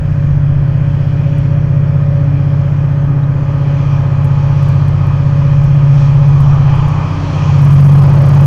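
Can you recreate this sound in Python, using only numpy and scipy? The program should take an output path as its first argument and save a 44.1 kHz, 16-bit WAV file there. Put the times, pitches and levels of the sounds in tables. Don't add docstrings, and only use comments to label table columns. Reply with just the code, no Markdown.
import sys
import numpy as np
from scipy import signal
from scipy.io import wavfile
from scipy.ndimage import uniform_filter1d, minimum_filter1d

SR = 44100
rng = np.random.default_rng(int(sys.argv[2]) if len(sys.argv) > 2 else 0)


def file_out(sig):
    cols = np.atleast_2d(sig).T
    lim = np.clip(cols, -1, 1)
    pcm = np.round(lim * 32767).astype(np.int16)
    wavfile.write(sys.argv[1], SR, pcm)


N = 373086
TIME = np.arange(N) / SR
FAR = np.maximum(1 - TIME / 4.0, 0)

# t/s, f/Hz
CRANK_SPEED = [(0, 15.735), (5.6, 15.735), (6.5, 15.7), (8.46, 15.69)]
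# t/s, level/dB
BOOM_LEVEL = [(0.05, -17), (0.42, -9.5), (0.98, -16), (1.4, -12.5), (2.7, -14.5), (3.05, -14.5), (3.7, -14),
              (4.25, -11), (5.3, -10.5), (6.55, -7.5), (6.85, -13), (7.17, -26.5), (7.4, -15.5),
              (7.62, -6.5), (7.95, -4), (8.25, -7)]
# t/s, relative level/dB
ROAR_LEVEL = [(0.2, -37.5), (0.9, -37), (1.8, -36), (5.6, -35), (7.4, -33), (8.2, -27.5)]


def gain(db):
    return 10 ** (np.asarray(db) / 20)


def unit_rms(x):
    return x / np.sqrt(np.mean(x ** 2) + 1e-20)


def curve(rows):
    return np.interp(TIME, *np.transpose(rows))


def swell(at_s, half_s):
    return np.exp(-((TIME - at_s) / half_s) ** 2)


def wander(max_hz):
    t = np.linspace(0, TIME[-1], 1500)
    rates_hz = max_hz * np.geomspace(.1, 1, 24)
    drift = sum(np.sin(2 * np.pi * (hz * t + rng.random())) / hz ** .25 for hz in rates_hz)
    return np.interp(TIME, t, unit_rms(drift))


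def noise(spectrum, patchy_db):
    bins_hz = np.fft.rfftfreq(4096, 1 / SR)
    real, imag, patches = rng.standard_normal((3, N // 1024 + 3, len(bins_hz)))
    patches = uniform_filter1d(patches, size=6, axis=0)
    patches = unit_rms(uniform_filter1d(patches, size=50, axis=1))
    hz, db = np.transpose(spectrum)
    shape_db = np.interp(np.log(bins_hz + 1), np.log(hz), db, right=-np.inf)
    frames = (real + 1j * imag) * gain(shape_db + patchy_db * patches)
    return unit_rms(signal.istft(frames.T, nperseg=4096, noverlap=3072)[1][:N])


def engine_tone(hz, level_db, fading_db, waver_rad):
    speed_hz = curve(CRANK_SPEED)
    clock_s = np.cumsum(speed_hz / speed_hz[0]) / SR
    amplitude = np.sqrt(2) * gain(level_db + fading_db * wander(9.9))
    return amplitude * np.cos(2 * np.pi * hz * clock_s + waver_rad * wander(14))


def crank_turns():
    return .13 + np.cumsum(curve(CRANK_SPEED)) / SR + 0.00098 * wander(2.1)


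def exhaust(turns, weak_db=-12, flutter_db=0.66, drift_db=1.0, bank_lead_cycles=0.19):
    # order, relative level/dB
    orders = [(1, -25), (2, -26), (3, -18), (4, -21), (5, -26), (6, -7), (7, -14), (8, -5), (9, 0),
              (10, -8), (11, -21), (12, -26), (13, -34), (14, -33), (15, -32), (16, -29), (17, -32)]
    # order, level/dB re mean boom, share of the boom's swing
    strong_orders = [(6, -5, 0.039), (8, -5.5, 0.47), (9, 0.54, 0.96), (10, -5.5, 0.2)]
    # order, t/s, half length/s, depth/dB
    path_fades = [(6, 0.69, .2, 3.5), (6, 3.3, 0.82, 4.5), (6, 6.15, 0.44, 4.5), (8, 7.38, 0.2, 12),
                  (10, 4, 1.4, 5.5), (10, 7.45, 0.16, 0.5)]
    # order, gain/dB
    open_boosts = [(6, 5), (7, 6.5), (8, 1.5), (9, 1.5), (10, 1.5), (11, 9), (12, 12), (14, 10)]
    boom_db = curve(BOOM_LEVEL)
    swing_db = boom_db - boom_db.mean()
    strong_db = {k: boom_db.mean() + db + share * swing_db for k, db, share in strong_orders}
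    in_open = np.interp(TIME, [7.35, 7.75], [0, 1])
    out = np.zeros(N)
    for k, db in orders:
        fade_db = sum(depth * swell(s, half) for order, s, half, depth in path_fades if order == k)
        boost_db = dict(open_boosts).get(k, 0) * in_open
        level_db = strong_db.get(k, db + weak_db + 0.14 * swing_db) + boost_db - fade_db
        level_db += flutter_db * wander(9) + drift_db * wander(2)
        sign = 1 if k in (1, 2, 4, 5) else -1
        cycles = k * turns + bank_lead_cycles * (k % 2 == 0)
        out += sign * gain(level_db) * np.sqrt(2) * np.sin(2 * np.pi * cycles)
    return out


def clatter(turns, base_db=-46, fall_db_per_order=1.1, fading_db=3):
    roar_db = curve(ROAR_LEVEL)
    trend_db = base_db + roar_db - roar_db.mean()
    out = np.zeros(N)
    for k in range(19, 44):
        level_db = trend_db - fall_db_per_order * (k - 18) + fading_db * wander(2)
        out += gain(level_db) * np.cos(2 * np.pi * (k * turns + rng.random()))
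    return out


def rumble(mean_db=-25.5, follow=0.9):
    # f/Hz, level/dB
    spectrum = [(5, -4.5), (20, -5.5), (32, -5), (45, -11), (70, -12), (84, -5), (92, 1.5), (110, -9),
                (135, 6.5), (150, 3.5), (168, -10.5), (200, -25), (300, -32.5), (600, -62.5)]
    boom_db = curve(BOOM_LEVEL)
    return gain(mean_db + follow * (boom_db - boom_db.mean())) * noise(spectrum, patchy_db=1)


def fan(blade_hz=282.15, drift_db=1.0):
    # harmonic, near level/dB, change when far/dB
    harmonics = [(1, -38.5, 3), (2, -37.5, -1), (3, -42.5, -19.5)]
    # harmonic, t/s, half length/s, gain/dB
    swells = [(1, 1.35, 0.27, 3.5), (1, 1.83, .12, -6), (1, 2.38, .28, 6), (1, 3.2, .27, 9),
              (1, 3.8, 0.19, 5.5), (1, 7.22, .2, 12.5), (2, 2, 0.61, 5), (2, 5.4, 0.56, 3.5),
              (2, 7.0, 0.61, -7), (2, 8.2, 0.11, 7), (3, 4.42, .13, 4.5), (3, 5.5, 0.95, -3.5),
              (3, 6.85, .25, 7), (3, 7.6, .25, -4)]
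    out = np.zeros(N)
    for k, near_db, far_db in harmonics:
        swell_db = sum(db * swell(s, half) for harmonic, s, half, db in swells if harmonic == k)
        level_db = near_db + far_db * FAR + swell_db + drift_db * wander(2)
        out += engine_tone(k * blade_hz, level_db, fading_db=1.6, waver_rad=0.06)
    return out


def whine(near_db=-42, far_change_db=-20.5):
    # f/Hz, level/dB re whine
    tones = [(1129.5, -8.5), (1243.2, -0.5), (1777, -12), (2486, -13)]
    whine_db = near_db + far_change_db * FAR ** 1.2 - 8 * swell(7.8, .3)
    return sum(engine_tone(hz, db + whine_db, fading_db=1.0, waver_rad=0.72) for hz, db in tones)


def pumps(far_change_db=-4):
    # f/Hz, near level/dB
    tones = [(250, -49), (361.8, -44), (409, -46), (424.5, -50.5), (488, -48.5)]
    distance_db = far_change_db * FAR
    return sum(engine_tone(hz, db + distance_db, fading_db=1.5, waver_rad=0.18) for hz, db in tones)


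def intake(level_db=-44, hz=1600):
    # f/Hz, level/dB
    spectrum = [(hz / 2, -25), (.8 * hz, -3), (hz, 0), (1.17 * hz, -4), (1.5 * hz, -25), (3 * hz, -60)]
    return gain(level_db) * noise(spectrum, patchy_db=0)


def engine_roar(turns, throb=0.065, trim_db=3.5):
    # f/Hz, level/dB
    spectrum = [(120, -32), (210, 2.5), (300, 3), (400, -1), (460, -1), (560, 4), (700, -2.5), (850, -6),
                (1200, -9), (1650, -11.5), (2100, -16), (2800, -29), (6000, -68)]
    pulse = 1 + throb * np.cos(2 * np.pi * turns)
    return gain(curve(ROAR_LEVEL) + trim_db) * noise(spectrum, patchy_db=0.6) * pulse


def wheels(roar_trim_db=-0.5, ring_db_per_s=1.2257, hiss_db_per_s=1.7641):
    # t/s, relative level/dB
    roar_level = [(0.1, -43), (2.3, -41.5), (3.4, -36.5), (3.85, -34.5), (5.05, -33), (5.55, -36),
                  (6.1, -32.6), (6.45, -27.5), (7.05, -27.5), (7.75, -29.5), (8.1, -25.5), (8.4, -29)]
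    # f/Hz, level/dB
    roar_spectrum = [(450, -30.5), (700, -3.5), (820, 2.5), (1000, 5), (1250, 3), (1350, -7.5),
                     (1800, -20.5), (2200, -26.5), (3700, -38), (8000, -68.5)]
    ring_spectrum = [(1000, -26), (1650, -6), (2200, -7.5), (2370, 0.5), (2500, 0), (2720, -11), (2950, -7),
                     (3220, -6), (3500, -16.5), (3750, -24.5), (7000, -66)]
    hiss_spectrum = [(1500, -21), (2500, 4), (3300, 2), (3750, -2), (4100, 1), (5000, -0.5), (5600, -0.5),
                     (6700, -5), (7500, -13.5), (8300, -19), (9000, -20), (11000, -49)]
    # t/s, half length/s, ring gain/dB, hiss gain/dB
    surges = [(0.203, 0.26, 0.5, 4), (1.1, .4, 5, 3.5), (3.203, 0.24, -3.5, -3), (3.847, 0.19, 4.5, 2),
              (4.633, 0.14, 1.5, 4.5), (6.023, 0.094, 2, 4.5), (6.78, 0.19, 4.5, 0.5), (7.435, .28, 3.5, 4)]
    ring_surge_db = sum(db * swell(s, half) for s, half, db, _ in surges)
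    hiss_surge_db = sum(db * swell(s, half) for s, half, _, db in surges)
    roar = gain(curve(roar_level) + roar_trim_db) * noise(roar_spectrum, patchy_db=0.9)
    ring = gain(-49 + ring_db_per_s * TIME + ring_surge_db) * noise(ring_spectrum, patchy_db=1.15)
    hiss = gain(-56.5 + hiss_db_per_s * TIME + hiss_surge_db) * noise(hiss_spectrum, patchy_db=1.4)
    return roar + ring + hiss


def wind(base_db=-33):
    # t/s, half length/s, gain/dB
    gusts = [(0.394, 0.87, 8.5), (6.596, 1.1, 12.5)]
    # f/Hz, level/dB
    spectrum = [(5, -2), (20, -1.5), (40, -2.5), (65, -2), (100, -7), (200, -29.5)]
    gust_db = sum(db * swell(s, half) for s, half, db in gusts)
    return gain(base_db + gust_db) * noise(spectrum, patchy_db=2.5)


def crackle(limited, drive, crest_db=-25, tick_trim_db=9.5, ring_hz=9000):
    # t/s, relative level/dB
    early_ticks = [(1.3843, -33), (4.2463, -31), (4.255, -33), (4.6294, -33), (4.6882, -31.5),
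                   (4.8828, -32), (5.0699, -35.5), (5.642, -34), (6.2854, -33.5), (6.4058, -29.5),
                   (6.4184, -35), (6.5435, -38.5), (6.7575, -36), (6.8853, -32)]
    overloaded = uniform_filter1d(drive ** 2, size=11200) > .31
    onsets = np.diff(1. * (abs(limited) > .88), prepend=0) > 0
    isolated = uniform_filter1d(1. * onsets, size=61, origin=30) < 1.5 / 61
    ticking = overloaded & onsets & isolated & (rng.random(N) < .65)
    ticks = ticking * np.sign(limited) * gain(crest_db + 2.4 * rng.standard_normal(N))
    for s, db in early_ticks:
        ticks[round(s * SR)] += gain(db + tick_trim_db)
    thin = signal.lfilter([1, -.15], [1], ticks)
    return thin + .9 * signal.lfilter(*signal.iirpeak(ring_hz, Q=6, fs=SR), thin)


def squeak(at_s=3.24, half_s=0.0064, hz=3830, rise_hz_per_s=12000, peak_db=-47):
    t = TIME - at_s
    cycles = hz * t + rise_hz_per_s / 2 * t ** 2
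    return gain(peak_db) * swell(at_s, half_s) * np.sin(2 * np.pi * cycles)


def scene():
    turns = crank_turns()
    firing = exhaust(turns) + clatter(turns) + rumble()
    machinery = fan() + whine() + pumps() + intake()
    return (firing + machinery + engine_roar(turns) + wheels() + wind() + squeak())[None]


def record(dry, ceiling=.98, self_noise_db=-65, cutoff_hz=15750):
    drive = dry[0]
    peak = -minimum_filter1d(-abs(drive), size=130)
    limited = drive / uniform_filter1d(np.maximum(peak / ceiling, 1), size=130)
    out = limited + crackle(limited, drive) + gain(self_noise_db) * rng.standard_normal(N)
    lowpass = signal.firwin(511, cutoff_hz, window=("kaiser", 9), fs=SR)
    return signal.oaconvolve(out, lowpass, "same")[None]


dry = scene()
out = record(dry)
file_out(out)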